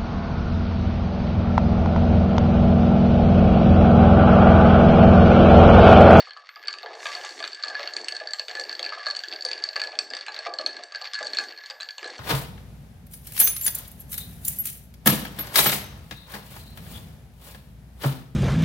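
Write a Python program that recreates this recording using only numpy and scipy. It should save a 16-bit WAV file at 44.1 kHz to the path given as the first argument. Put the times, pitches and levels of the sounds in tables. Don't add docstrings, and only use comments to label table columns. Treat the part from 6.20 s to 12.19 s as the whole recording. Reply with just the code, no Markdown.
import sys
import numpy as np
from scipy import signal
from scipy.io import wavfile
from scipy.ndimage import uniform_filter1d

SR = 44100
rng = np.random.default_rng(int(sys.argv[2]) if len(sys.argv) > 2 else 0)


def materialize(psi):
    bounded = np.clip(np.atleast_2d(psi).T, -1, 1)
    quanta = np.round(bounded * 32767).astype(np.int16)
    wavfile.write(sys.argv[1], SR, quanta)


N = 264159

# (ratio_to_ring_pitch, relative_level_db, time_to_fall_60_db_s)
LOWER_RING = [(1, -2, .14), (.943, -6, .1), (1.025, -10, .08), (.968, -9, .08)]
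# (pitch_hz, relative_level_db, time_to_fall_60_db_s)
TABLE_LOW = [(456, -7.5, 0.08), (518.7, -10.5, 0.14), (573, -10, .12), (644, -8, .12), (720.6, -4.5, 0.13),
             (824, -10, 0.23)]
# (time_s, base_level_of_small_touches_db)
STIR = [(0.0, -42.5), (0.1, -56.5), (0.25, -61.5), (0.45, -50.5), (0.75, -51), (0.9, -42.5), (1.07, -42),
        (1.14, -48.5), (1.3, -51), (1.38, -50.5), (1.47, -41), (1.8, -49), (2.1, -46), (2.26, -61),
        (2.32, -45.5), (2.8, -48), (2.9, -46), (3.2, -49.5), (3.32, -44.5), (3.7, -50), (3.78, -54),
        (4.1, -45), (4.45, -47.5), (4.7, -54.5), (4.77, -48.5), (4.95, -49.5), (5.0, -43), (5.2, -51),
        (5.75, -52.5), (5.85, -49.5), (5.99, -50)]
TABLE_CUT_HZ = 460


def undb(db):
    return 10 ** (np.asarray(db) / 20)


def unit(x):
    return x / np.sqrt(np.mean(x ** 2))


def band(x, hz, width):
    edges = [max(hz - width / 2, 20), hz + width / 2]
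    return signal.sosfilt(signal.butter(2, edges, "bandpass", fs=SR, output="sos"), x)


def steep(x, hz, kind):
    return signal.sosfilt(signal.butter(6, hz, kind, fs=SR, output="sos"), x)


def curves(table):
    time_s, *columns = np.transpose(table)
    return [np.interp(np.arange(N) / SR, time_s, column) for column in columns]


def wander(per_s):
    hold = int(SR / per_s)
    steps = np.repeat(rng.standard_normal(N // hold + 1), hold)[:N]
    return unit(uniform_filter1d(steps, size=hold // 2))


def touches(per_s, scatter_db):
    hit = rng.random(N) < per_s / SR
    boost = np.minimum(rng.exponential(size=N), np.pi)
    return hit * rng.standard_normal(N) * undb(scatter_db * boost)


def ring(start_s, hz, db, t60, spread_db=3.5, detune=0.0069, push_ms=0.41, in_step=False):
    t = np.arange(int(t60 * SR)) / SR
    chance = rng.standard_normal((len(start_s), 3))
    hz = (hz * (1 + detune * chance[:, 0]))[:, None]
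    sign = 1 if in_step else np.sign(chance[:, 2])
    gain = undb(db + spread_db * chance[:, 1]) * sign
    decay = undb(-60 * t / t60)
    push = 1 - np.exp(-t * 1000 / push_ms)
    waves = gain[:, None] * np.sin(2 * np.pi * hz * t) * decay * push
    at = (np.asarray(start_s) * SR).astype(int)[:, None] + np.arange(len(t))
    return np.bincount(at.ravel(), waves.ravel(), N + SR)[:N]


def whine():
    # (pitch_hz, rms_level_db)
    whine_tones = [(12000, -91), (12800, -97), (13000, -89), (13200, -97), (13400, -93), (13600, -83),
                   (13800, -82), (14000, -72), (14200, -89), (14400, -96)]
    # (start_s, end_s)
    held_spans = [(.29, .45), (.845, 1.04), (1.58, 1.72), (2.125, 2.69), (2.99, 3.255), (3.5, 3.675),
                  (4.78, 4.925), (5.1, 5.825)]
    first_s, every_s, blip_s = .3, .32, .03
    t = np.arange(N) / SR
    blips = (t > first_s) & ((t - first_s) % every_s < blip_s)
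    held = np.any([(t > start) & (t < end) for start, end in held_spans], axis=0)
    on = blips | held
    tones = sum(np.sqrt(2) * undb(db) * np.sin(2 * np.pi * (hz * t + rng.random()))
                for hz, db in whine_tones)
    return tones * uniform_filter1d(1. * on, size=200)


def spray():
    # (time_s, airy_hiss_db, lower_hiss_db)
    spray_levels = [(0.0, -88, -70), (0.28, -97, -92), (0.65, -91, -83), (0.84, -96, -39.5),
                    (0.98, -76, -44.5), (1.13, -74, -44), (1.27, -86, -52), (1.5, -87, -67),
                    (1.79, -91, -52), (1.97, -89, -74), (2.15, -89, -54), (2.53, -89, -58),
                    (2.69, -98, -71), (3.09, -84, -62), (3.6, -86, -58.5), (3.87, -91, -60),
                    (4.0, -92, -73), (4.75, -90, -69), (5.04, -89, -66), (5.22, -92, -43), (5.3, -94, -67),
                    (5.54, -87, -71), (5.99, -89, -53)]
    airy_db, lower_db = curves(spray_levels)
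    fizz = touches(9000, 1.7)
    airy = unit(band(fizz, 10550, 2400)) + undb(-1.5) * unit(band(fizz, 13600, 3600))
    wide = unit(band(fizz, 5850, 3500)) * undb(lower_db - 7)
    narrow = unit(band(fizz, 5850, 500)) * undb(lower_db - 21.0)
    return airy * undb(airy_db) + wide + narrow


def swells():
    # (start_s, hold_s, rumble_db, low_part_db, deep_part_db)
    swell_rows = [(0.0, 0.013, -57.5, -71, -74), (0.36, .05, -64, -70, -84), (0.43, 0.21, -56.5, -64, -79),
                  (0.636, 0.1, -45, -57.5, -74), (0.765, 0.13, -47.5, -58, -74), (0.928, .1, -49, -59, -75),
                  (1.101, 0.17, -52.5, -53.5, -61.5), (1.449, .06, -45, -57.5, -63),
                  (1.57, 0.088, -50.5, -56.5, -70), (1.748, 0.074, -48, -50, -59),
                  (1.92, 0.14, -54, -61.5, -76), (2.307, .1, -53, -55, -73),
                  (2.398, 0.18, -52.5, -52.5, -63), (2.598, 0.078, -48.5, -53.5, -67),
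                  (2.86, 0.03, -48.5, -62, -70), (2.96, 0.034, -51, -63.5, -69),
                  (3.07, 0.079, -52, -52, -62.5), (3.227, 0.16, -49.5, -56, -70),
                  (3.546, 0.13, -45.5, -57, -71), (3.74, 0.21, -57, -55, -61.5),
                  (4.064, 0.12, -53, -61.5, -74), (4.27, .08, -49, -56, -70),
                  (4.37, .22, -54.5, -53.5, -60), (4.74, 0.12, -62, -79.5, -77.5),
                  (4.991, 0.3, -52, -55.5, -58.5), (5.487, 0.17, -58.5, -80, -78),
                  (5.813, .09, -50, -51.5, -62), (5.93, .06, -55, -56, -58)]
    attack_s = 0.0093
    fades_db_per_s = (80.5, 125, 202)
    t = np.arange(0, N, 64) / SR
    start, hold, *levels = np.transpose(swell_rows)[:, :, None]
    rise = np.clip((t - start) / attack_s, 0, 1)
    after = np.maximum(t - start - hold, 0)
    gains = [(rise * undb(db - fade * after)).max(axis=0) for db, fade in zip(levels, fades_db_per_s)]
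    return [np.interp(np.arange(N) / SR, t, gain) for gain in gains]


def hum(ring_hz):
    turns = np.cumsum(ring_hz) / SR
    out = 0
    for ratio, db, t60 in LOWER_RING:
        push_a = uniform_filter1d(touches(1500, 1.8), size=60)
        push_b = uniform_filter1d(touches(1500, 2.8), size=60)
        kept_per_sample = undb(-60 / t60 / SR)
        swing = signal.lfilter([1], [1, -kept_per_sample], push_a + 1j * push_b)
        wave = (swing * np.exp(2j * np.pi * ratio * turns)).real
        out = out + undb(db) * unit(wave)
    return out


def churn(ring_hz):
    # (pitch_hz, width_hz, relative_level_db)
    rattle_bands = [(1183, 110, -8), (1392, 260, -6), (2010, 610, 2.5), (2670, 400, -2), (3400, 750, -1.5),
                    (4450, 140, -0.5), (5235, 760, -6), (5800, 1200, -19.5), (8000, 2100, -35)]
    rattle_flicker_db, hum_db, hum_flicker_db = 3.5, -4, 3
    contact_hz, tick_scatter_db = 8500, 4.6
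    stir_db = curves(STIR)[0]
    rattle_gain = undb(stir_db + rattle_flicker_db * wander(25))
    hum_gain = undb(stir_db + hum_db + hum_flicker_db * wander(14))

    bumps = touches(900, 3.2)
    rumble = sum(undb(db) * unit(band(bumps, hz, 54)) for hz, db, _ in TABLE_LOW)
    rumble = rumble + 1.7 * unit(band(bumps, 668, 520))
    rumble = steep(rumble, TABLE_CUT_HZ, "highpass")

    slosh = touches(350, 2.2)
    low = band(band(slosh, 392, 140), 392, 140)
    deep = band(band(slosh, 272, 220), 272, 220)

    ticks = steep(touches(1800, tick_scatter_db), contact_hz, "lowpass")
    rattle = sum(undb(db) * unit(band(ticks, hz, width)) for hz, width, db in rattle_bands)

    layers = (rumble, low, deep, rattle, hum(ring_hz))
    gains = (*swells(), rattle_gain, hum_gain)
    return sum(unit(layer) * gain for layer, gain in zip(layers, gains))


def knocks():
    # (start_s, thump_and_low_table_db, upper_table_modes_db, pitch_hz)
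    knock_rows = [(0.071, -41.5, -36, 750), (0.165, -43, -34, 707), (0.238, -69, -45.5, 616),
                  (0.29, -69, -40.5, 880), (0.363, -44.5, -36.5, 810), (0.482, -44, -31.5, 790),
                  (0.54, -46, -36, 700), (0.632, -32, -37, 736), (0.712, -28.5, -35, 707),
                  (0.764, -48, -51, 580), (0.854, -29, -24.5, 660), (0.954, -34.5, -35, 703),
                  (1.045, -33, -33, 820), (1.203, -28, -32.5, 666), (1.392, -40, -43, 693),
                  (1.436, -39, -31.5, 655), (1.501, -30.5, -35, 726), (1.59, -25.5, -32, 603),
                  (1.655, -34.5, -37, 612), (1.746, -41, -42, 737), (1.922, -35.5, -65, 640),
                  (2.009, -26, -38, 627), (2.135, -40.5, -38, 794), (2.193, -36, -58, 630),
                  (2.284, -33, -58, 424), (2.35, -34, -38, 590), (2.386, -29, -46, 505),
                  (2.593, -30.5, -37, 536), (2.722, -33, -27.5, 650), (2.774, -34.5, -30, 685),
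                  (2.866, -30.5, -29, 626), (2.967, -37.5, -53, 807), (3.125, -32, -44.5, 620),
                  (3.25, -28.5, -42, 516), (3.438, -39, -42, 620), (3.476, -38.5, -42, 650),
                  (3.56, -26.5, -28, 587), (3.727, -31.5, -42, 610), (3.789, -31.5, -37, 640),
                  (3.904, -32, -51, 610), (3.934, -31.5, -45, 520), (4.081, -32.5, -36, 841),
                  (4.19, -32, -39, 647), (4.262, -22, -22.5, 708), (4.395, -24.5, -29, 615),
                  (4.463, -35, -43, 690), (4.592, -32, -41, 606), (4.721, -49, -40, 650),
                  (4.75, -37.5, -50, 630), (4.813, -34, -37, 743), (4.934, -54, -38, 740),
                  (5.007, -23, -33, 610), (5.13, -41, -58, 594), (5.186, -31.5, -34, 714),
                  (5.5, -37.5, -39, 590), (5.601, -42, -42, 663), (5.783, -42, -46, 545),
                  (5.828, -36, -39, 456), (5.851, -28, -51, 496), (5.9, -41, -55, 760)]
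    # (pitch_hz, relative_level_db, time_to_fall_60_db_s)
    table_high = [(1054, -17, 0.14), (1166.4, -7.5, 0.14), (1233.4, -4, 0.059)]
    start_s, low_db, high_db, pitch_hz = np.transpose(knock_rows)
    thump = ring(start_s, pitch_hz, low_db + 0.5, 0.033, spread_db=2.1, push_ms=2.34)
    low = sum(ring(start_s, hz, low_db + db - 7.5, t60, spread_db=2.5, push_ms=3.5)
              for hz, db, t60 in TABLE_LOW)
    high = sum(ring(start_s, hz, high_db + db, t60, spread_db=2.0, push_ms=0.4)
               for hz, db, t60 in table_high)
    return thump + low + high


def light_clinks():
    per_s, scatter_db = 20, 3.5
    upper_db, lower_db, tick_db, edge_db = 10.5, 2, 6.5, -1
    upper_hz, upper_spread_hz = 4460, 150
    tick_low_hz, tick_high_hz = 2060, 3700
    count = int(per_s * N / SR)
    chance = rng.standard_normal((count, 5)).T
    place = rng.random((count, 2)).T
    start_s = place[0] * N / SR
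    db = np.interp(start_s, *np.transpose(STIR)) + scatter_db * chance[:4]
    tick_hz = tick_low_hz + (tick_high_hz - tick_low_hz) * place[1]
    return np.transpose([start_s, db[0] + upper_db, upper_hz + upper_spread_hz * chance[4],
                         db[1] + lower_db, db[2] + tick_db, tick_hz, db[3] + edge_db])


def clinks(ring_hz):
    # (start_s, upper_ring_db, upper_ring_hz, lower_ring_db,
    # ice_tick_db, tick_hz, bright_edge_db)
    loud_clinks = [(0.0041, -22, 4460, -44, -40, 3750, -48), (0.1076, -32.5, 4320, -34.5, -31, 2050, -65),
                   (0.1337, -37.5, 4450, -48, -44, 2170, -55), (0.1716, -39.5, 4500, -36.5, -36, 3000, -50),
                   (0.2905, -36.5, 4360, -38, -26.5, 2070, -49), (0.3589, -36.5, 4750, -41, -32, 2140, -54),
                   (0.437, -45, 4530, -40, -33.5, 2060, -65), (0.4575, -42, 4430, -46, -33, 3730, -61),
                   (0.4729, -27, 4520, -32, -41, 3280, -37), (0.4826, -16, 4540, -30.5, -20.5, 2140, -35),
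                   (0.5069, -31, 4460, -40, -36, 2050, -41), (0.5283, -26, 4480, -53, -36, 2090, -33.5),
                   (0.5386, -30, 4570, -41, -30.5, 3690, -40), (0.5853, -32, 4680, -36, -30, 2650, -41),
                   (0.6307, -32, 4430, -54, -30, 3740, -46), (0.6607, -34, 4460, -30.5, -29, 2050, -49),
                   (0.7528, -55, 4210, -42, -38, 2630, -37), (0.8302, -52, 4530, -35, -31, 2170, -38),
                   (0.8563, -35, 4640, -27.5, -20, 2440, -37), (0.868, -27.5, 4480, -27, -21.5, 2250, -33),
                   (0.8876, -34, 4520, -35, -33, 2160, -39), (0.9156, -44, 4300, -42, -36, 2060, -43),
                   (0.9513, -21, 4460, -40, -31, 2050, -43), (1.0123, -43, 4600, -42, -29.5, 2940, -41),
                   (1.0487, -42, 4600, -45, -25.5, 3560, -23), (1.0917, -29, 4530, -32.5, -33, 2070, -40),
                   (1.2024, -33, 4520, -33, -25, 3300, -35), (1.2265, -26.5, 4530, -24.5, -28, 3700, -44),
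                   (1.2402, -25, 4500, -28, -21, 3680, -38), (1.2498, -30, 4030, -49, -28, 2050, -35),
                   (1.2763, -27, 4440, -55, -27, 3680, -29), (1.3239, -37, 4340, -43, -36, 3550, -43),
                   (1.3318, -26, 4510, -45, -37, 3000, -45), (1.3467, -32, 4620, -50, -33, 3500, -33.5),
                   (1.4259, -28, 4430, -52, -41, 3040, -36), (1.4367, -16, 4460, -23.5, -25, 3730, -39),
                   (1.4468, -30, 4440, -40, -41, 3700, -34), (1.4829, -24.5, 4420, -44, -35, 3530, -31),
                   (1.4997, -33, 4430, -33, -33, 3400, -37), (1.5521, -26, 4450, -28.5, -35, 2060, -45),
                   (1.6042, -31.5, 4260, -32, -30.5, 2570, -42),
                   (1.6746, -20.5, 4470, -48, -23.5, 2780, -44), (1.7365, -23.5, 4470, -49, -52, 3610, -29),
                   (1.766, -18.5, 4470, -32.5, -23, 2210, -24), (1.813, -30, 4450, -52, -41, 3450, -32),
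                   (1.8444, -27.5, 4480, -41, -36, 2050, -29), (1.884, -19, 4450, -32, -20.5, 2760, -19),
                   (1.9228, -20.5, 4480, -32, -32, 2210, -37), (1.9496, -31, 4460, -33, -47, 2050, -34),
                   (1.9659, -22, 4460, -33.5, -35, 2100, -31.5), (2.0007, -30, 4460, -28, -34, 2450, -47),
                   (2.073, -22.5, 4500, -31, -41, 3400, -45), (2.0883, -32, 4430, -35, -41, 2050, -49),
                   (2.1085, -29.5, 4560, -41, -43, 2960, -39), (2.1344, -17, 4420, -35, -25, 2030, -23),
                   (2.1868, -31, 4330, -43, -37, 3360, -49),
                   (2.1955, -17.5, 4470, -28.5, -24.5, 2920, -27.5),
                   (2.2827, -29.5, 4580, -41, -22, 3580, -33), (2.2951, -29, 4540, -33, -33, 3390, -36),
                   (2.3122, -30, 4340, -30, -29, 2010, -34), (2.3522, -25.5, 4420, -26.5, -28, 2050, -32),
                   (2.371, -33, 4300, -32, -35, 2480, -39), (2.397, -23, 4410, -38, -39, 2050, -24),
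                   (2.4118, -26, 4510, -36, -45, 3420, -35), (2.4379, -26, 4520, -36, -39, 2050, -41),
                   (2.4943, -23.5, 4500, -43, -35, 3690, -46), (2.5137, -28, 4470, -48, -38, 3690, -45),
                   (2.5279, -23, 4460, -29.5, -33, 2640, -33), (2.5516, -26, 4460, -46, -33, 3240, -42),
                   (2.5935, -25.5, 4500, -42, -18, 3330, -29), (2.6285, -19.5, 4440, -38, -29.5, 2730, -34),
                   (2.6425, -28, 4620, -54, -22, 2600, -44), (2.6492, -22.5, 4430, -38, -35, 3640, -41),
                   (2.6629, -22, 4460, -31, -29, 2020, -36), (2.6918, -27.5, 4480, -39, -31, 2740, -40),
                   (2.7239, -30.5, 4580, -26, -29, 2110, -47), (2.7381, -31, 4390, -36, -36, 2540, -53),
                   (2.8038, -32, 4450, -43, -39, 2080, -55), (2.8597, -24, 4480, -28, -34, 2860, -39),
                   (2.8666, -18.5, 4380, -24, -23.5, 2050, -41), (2.8731, -20.5, 4410, -34, -34, 3690, -37),
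                   (2.8847, -28, 4420, -26.5, -33, 2050, -34), (2.9015, -21, 4450, -46, -37, 3610, -41),
                   (2.9096, -19, 4350, -34, -27, 3690, -30), (2.95, -26, 4390, -42, -30, 3000, -33),
                   (2.9625, -30, 4500, -42, -30, 3300, -30), (2.9669, -20, 4510, -37, -28, 3300, -29.5),
                   (2.9913, -23.5, 4460, -46, -32, 2950, -31.5), (3.0366, -26.5, 4580, -27, -24, 3330, -30),
                   (3.0842, -25.5, 4550, -47, -41, 3360, -37), (3.1146, -30, 4600, -42, -32, 3500, -47),
                   (3.1254, -26, 4460, -40, -21.5, 3420, -41), (3.1355, -27.5, 4600, -33, -34, 3570, -42),
                   (3.1608, -26, 4490, -52, -39, 3460, -48), (3.2089, -25, 4500, -45, -46, 2060, -42),
                   (3.223, -23, 4530, -45, -40, 3690, -33), (3.2505, -16.5, 4580, -27, -31.5, 2050, -18),
                   (3.2629, -20.5, 4450, -33.5, -32, 3400, -36),
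                   (3.2875, -20.5, 4520, -36, -31, 2050, -30.5), (3.3144, -20.5, 4540, -52, -24, 2530, -30),
                   (3.3318, -20.5, 4570, -52, -26, 2630, -37), (3.4241, -33, 4640, -35, -38, 2890, -36),
                   (3.4388, -13, 4530, -27, -35, 2050, -26.5), (3.4889, -19.5, 4460, -35, -32, 2740, -44),
                   (3.5318, -32.5, 4360, -49, -38, 2620, -42), (3.5585, -22, 4500, -32, -28, 2600, -36),
                   (3.563, -18, 4530, -22.5, -18, 2060, -31), (3.5962, -32, 4400, -36, -26, 2500, -36),
                   (3.6, -24, 4570, -31, -23, 2800, -36), (3.6166, -17, 4460, -26, -23, 2480, -29),
                   (3.6376, -23, 4400, -28, -22, 3450, -27), (3.6721, -26, 4400, -33, -33, 2360, -38),
                   (3.728, -51, 4660, -52, -35, 2470, -60), (3.754, -38, 4450, -41, -32, 3420, -47),
                   (3.789, -12, 4490, -31, -19.5, 2500, -15), (3.7989, -39, 4460, -52, -37, 2360, -41),
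                   (3.903, -28.5, 4850, -32, -33, 2660, -33), (3.9358, -22.5, 4530, -49, -23, 3690, -40),
                   (3.9499, -27, 4820, -44, -26.5, 3530, -33.5), (3.9676, -26, 4580, -48, -30, 3570, -33),
                   (4.01, -26.5, 4460, -38, -30, 3400, -38), (4.0644, -37, 4620, -34, -27, 2640, -33),
                   (4.0826, -25.5, 4120, -27.5, -24.5, 2540, -35.5),
                   (4.144, -29, 4560, -49, -33, 3670, -35), (4.1636, -30, 4120, -36, -30.5, 3700, -43),
                   (4.1898, -22, 4400, -34, -29, 2500, -35.5), (4.2678, -29.5, 4380, -31, -29, 2350, -44),
                   (4.3382, -25, 4460, -34, -35, 3690, -31), (4.3871, -18.5, 4340, -29.5, -28.5, 3300, -37),
                   (4.4127, -30, 4400, -42, -40, 2140, -35), (4.4529, -46, 4400, -48, -43, 2450, -43),
                   (4.4622, -11.5, 4360, -29, -21.5, 2490, -25.5), (4.4915, -38, 4120, -33, -40, 3690, -47),
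                   (4.5671, -30, 4340, -31, -36, 3400, -39), (4.6361, -30, 4520, -45, -33.5, 3730, -29.5),
                   (4.7221, -32, 4450, -48, -36.5, 2570, -36), (4.7481, -26, 4550, -26, -31.5, 2000, -43),
                   (4.7577, -24, 4450, -48, -34, 3170, -37), (4.8146, -29, 4580, -36, -33, 2870, -36.5),
                   (4.8215, -26, 4390, -41, -38, 3430, -46), (4.8434, -30, 4640, -47, -28, 2960, -46),
                   (4.855, -34, 4460, -37, -30, 3680, -45), (4.8727, -29.5, 4430, -52, -44, 3220, -44),
                   (4.9346, -27, 4940, -32, -23, 3460, -25), (4.9435, -22, 4400, -36, -32, 3690, -30),
                   (4.9523, -21, 4370, -28, -32, 2780, -36), (4.9593, -29, 4300, -26.5, -35, 3700, -41),
                   (4.9888, -30, 4500, -28, -29, 2050, -31), (5.0282, -26, 4600, -28, -29, 3610, -28),
                   (5.0469, -30, 4450, -48, -49, 3350, -31), (5.0689, -22, 4440, -34, -40, 3380, -27),
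                   (5.0786, -32, 4050, -43, -33, 3690, -34), (5.1339, -19.5, 4370, -34, -33, 3440, -35),
                   (5.1485, -47, 4650, -32, -27, 3350, -29), (5.1708, -16, 4360, -43, -21.5, 3660, -36),
                   (5.1864, -11.5, 4380, -21.5, -23, 2500, -25), (5.2006, -29, 4250, -28, -25, 2570, -47),
                   (5.238, -33, 4350, -35, -30, 2060, -32), (5.323, -34.5, 4400, -39, -39, 2770, -52),
                   (5.376, -31.5, 4350, -39, -40, 2090, -51), (5.3862, -33.5, 4430, -45, -48, 2740, -60),
                   (5.4373, -36, 4230, -41, -39, 2170, -47), (5.4598, -31.5, 4390, -53, -38, 3430, -37),
                   (5.5002, -26.5, 4790, -37.5, -31, 3690, -38),
                   (5.5068, -30.5, 4660, -35.5, -33, 2590, -35), (5.6019, -35, 4120, -44, -31, 3470, -44),
                   (5.6074, -27.5, 4010, -34, -32.5, 3540, -30.5), (5.6203, -29, 4500, -46, -32, 2700, -46),
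                   (5.6307, -29, 4560, -31.5, -37, 2570, -39), (5.6884, -27, 4560, -34.5, -28, 3400, -41),
                   (5.7074, -28, 4430, -43, -38, 3340, -40), (5.7816, -30, 4370, -37, -26.5, 2910, -31),
                   (5.8292, -34, 4780, -32.5, -31, 2300, -35), (5.8439, -28.5, 4090, -31, -31, 3070, -38),
                   (5.861, -33, 4170, -34, -33, 2200, -41), (5.8757, -38, 4330, -30.5, -47, 2050, -30.5),
                   (5.9025, -33, 4300, -45, -37, 3690, -39), (5.9813, -36, 4380, -45, -37, 3150, -34)]
    # (ratio_to_ring_pitch, relative_level_db, time_to_fall_60_db_s)
    upper_ring = [(.993, -6, .035), (1.007, -6, .035), (1.06, -22, .015), (.95, -24, .015),
                  (1.001, -24, .1)]
    # (pitch_hz, relative_level_db, time_to_fall_60_db_s)
    edge_modes = [(5450, -1, 0.006), (6235, -4.5, 0.014), (7320, -4.5, 0.013), (8020, -9.5, 0.015),
                  (8780, -22, 0.016), (10070, -38, 0.0069), (11150, -42, 0.0055), (13000, -32.5, .005),
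                  (14600, -34, .004)]
    chatter_delay_s, chatter_db = (.002, .012), -7.5
    rows = np.vstack([loud_clinks, light_clinks()])
    start_s, upper_db, upper_hz, lower_db, tick_db, tick_hz, edge_db = rows.T
    lower_hz = ring_hz[(start_s * SR).astype(int)]

    upper = sum(ring(start_s, upper_hz * ratio, upper_db + db, t60, spread_db=0.7,
                     detune=0.00076, push_ms=0.16, in_step=True) for ratio, db, t60 in upper_ring)
    lower = sum(ring(start_s, lower_hz * ratio, lower_db + db, t60, detune=0.0028, push_ms=0.15)
                for ratio, db, t60 in LOWER_RING)
    tick = ring(start_s, tick_hz, tick_db, 0.011, spread_db=0.2)
    crack = sum(ring(start_s, hz, tick_db - 7, 0.01, detune=0.12, push_ms=0.27)
                for hz in (1395, 2300, 3000, 3870))
    edge = sum(ring(start_s, hz, edge_db + db, t60, spread_db=3.5, detune=0.045, push_ms=0.4)
               for hz, db, t60 in edge_modes)

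    late_s = start_s[:, None] + rng.uniform(*chatter_delay_s, size=(len(start_s), 2))
    chatter_modes = ((2500, tick_db), (3400, tick_db), (6000, edge_db), (7700, edge_db - 7))
    chatter = sum(ring(at_s, hz, db + chatter_db, 0.0061, detune=.12)
                  for at_s in late_s.T for hz, db in chatter_modes)
    return chatter + undb(1.0) * upper + undb(-4.5) * lower + tick + crack + undb(-3.5) * edge


def echoes():
    # (pitch_hz, width_hz, time_to_fall_60_db_s, relative_level_db)
    room_bands = [(500, 650, 0.41, 1.5), (1090, 620, 0.23, -5), (2220, 1400, 0.14, -6),
                  (4500, 2500, .3, -11), (7900, 4200, 0.33, -9)]
    t = np.arange(SR // 2) / SR
    onset = np.clip((t - .007) / 0.0005, 0, 1)
    tail = 0
    for hz, width, t60, db in room_bands:
        part = band(rng.standard_normal(len(t)), hz, width) * undb(-60 * t / t60) * onset
        tail = tail + undb(db) * part / np.sqrt(np.sum(part ** 2) * SR / 2 / width)
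    return tail


def room(x, count=6):
    hop = SR // 25
    choice = np.repeat(rng.integers(count, size=N // hop + 1), hop)[:N]
    shares = (uniform_filter1d(1. * (choice == k), size=100) for k in range(count))
    return sum(signal.fftconvolve(x * share, echoes())[:N] for share in shares)


def scene():
    lower_hz, wander_hz, wander_per_s = 1708, 11, 3
    ring_hz = lower_hz + wander_hz * wander(wander_per_s)
    hits = steep(clinks(ring_hz) + knocks(), TABLE_CUT_HZ, "highpass")
    mono = hits + room(hits) + churn(ring_hz) + spray() + whine()
    return np.array([mono, mono])


def record(dry):
    low_cut_hz, low_noise_db, top_hz = 250, -95, 15650
    noise = undb(low_noise_db) * unit(band(rng.standard_normal(N), 89, 190))
    x = steep(dry, low_cut_hz, "highpass") + noise
    return signal.sosfilt(signal.ellip(8, .2, 70, top_hz, fs=SR, output="sos"), x)


dry = scene()
out = record(dry)
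materialize(out)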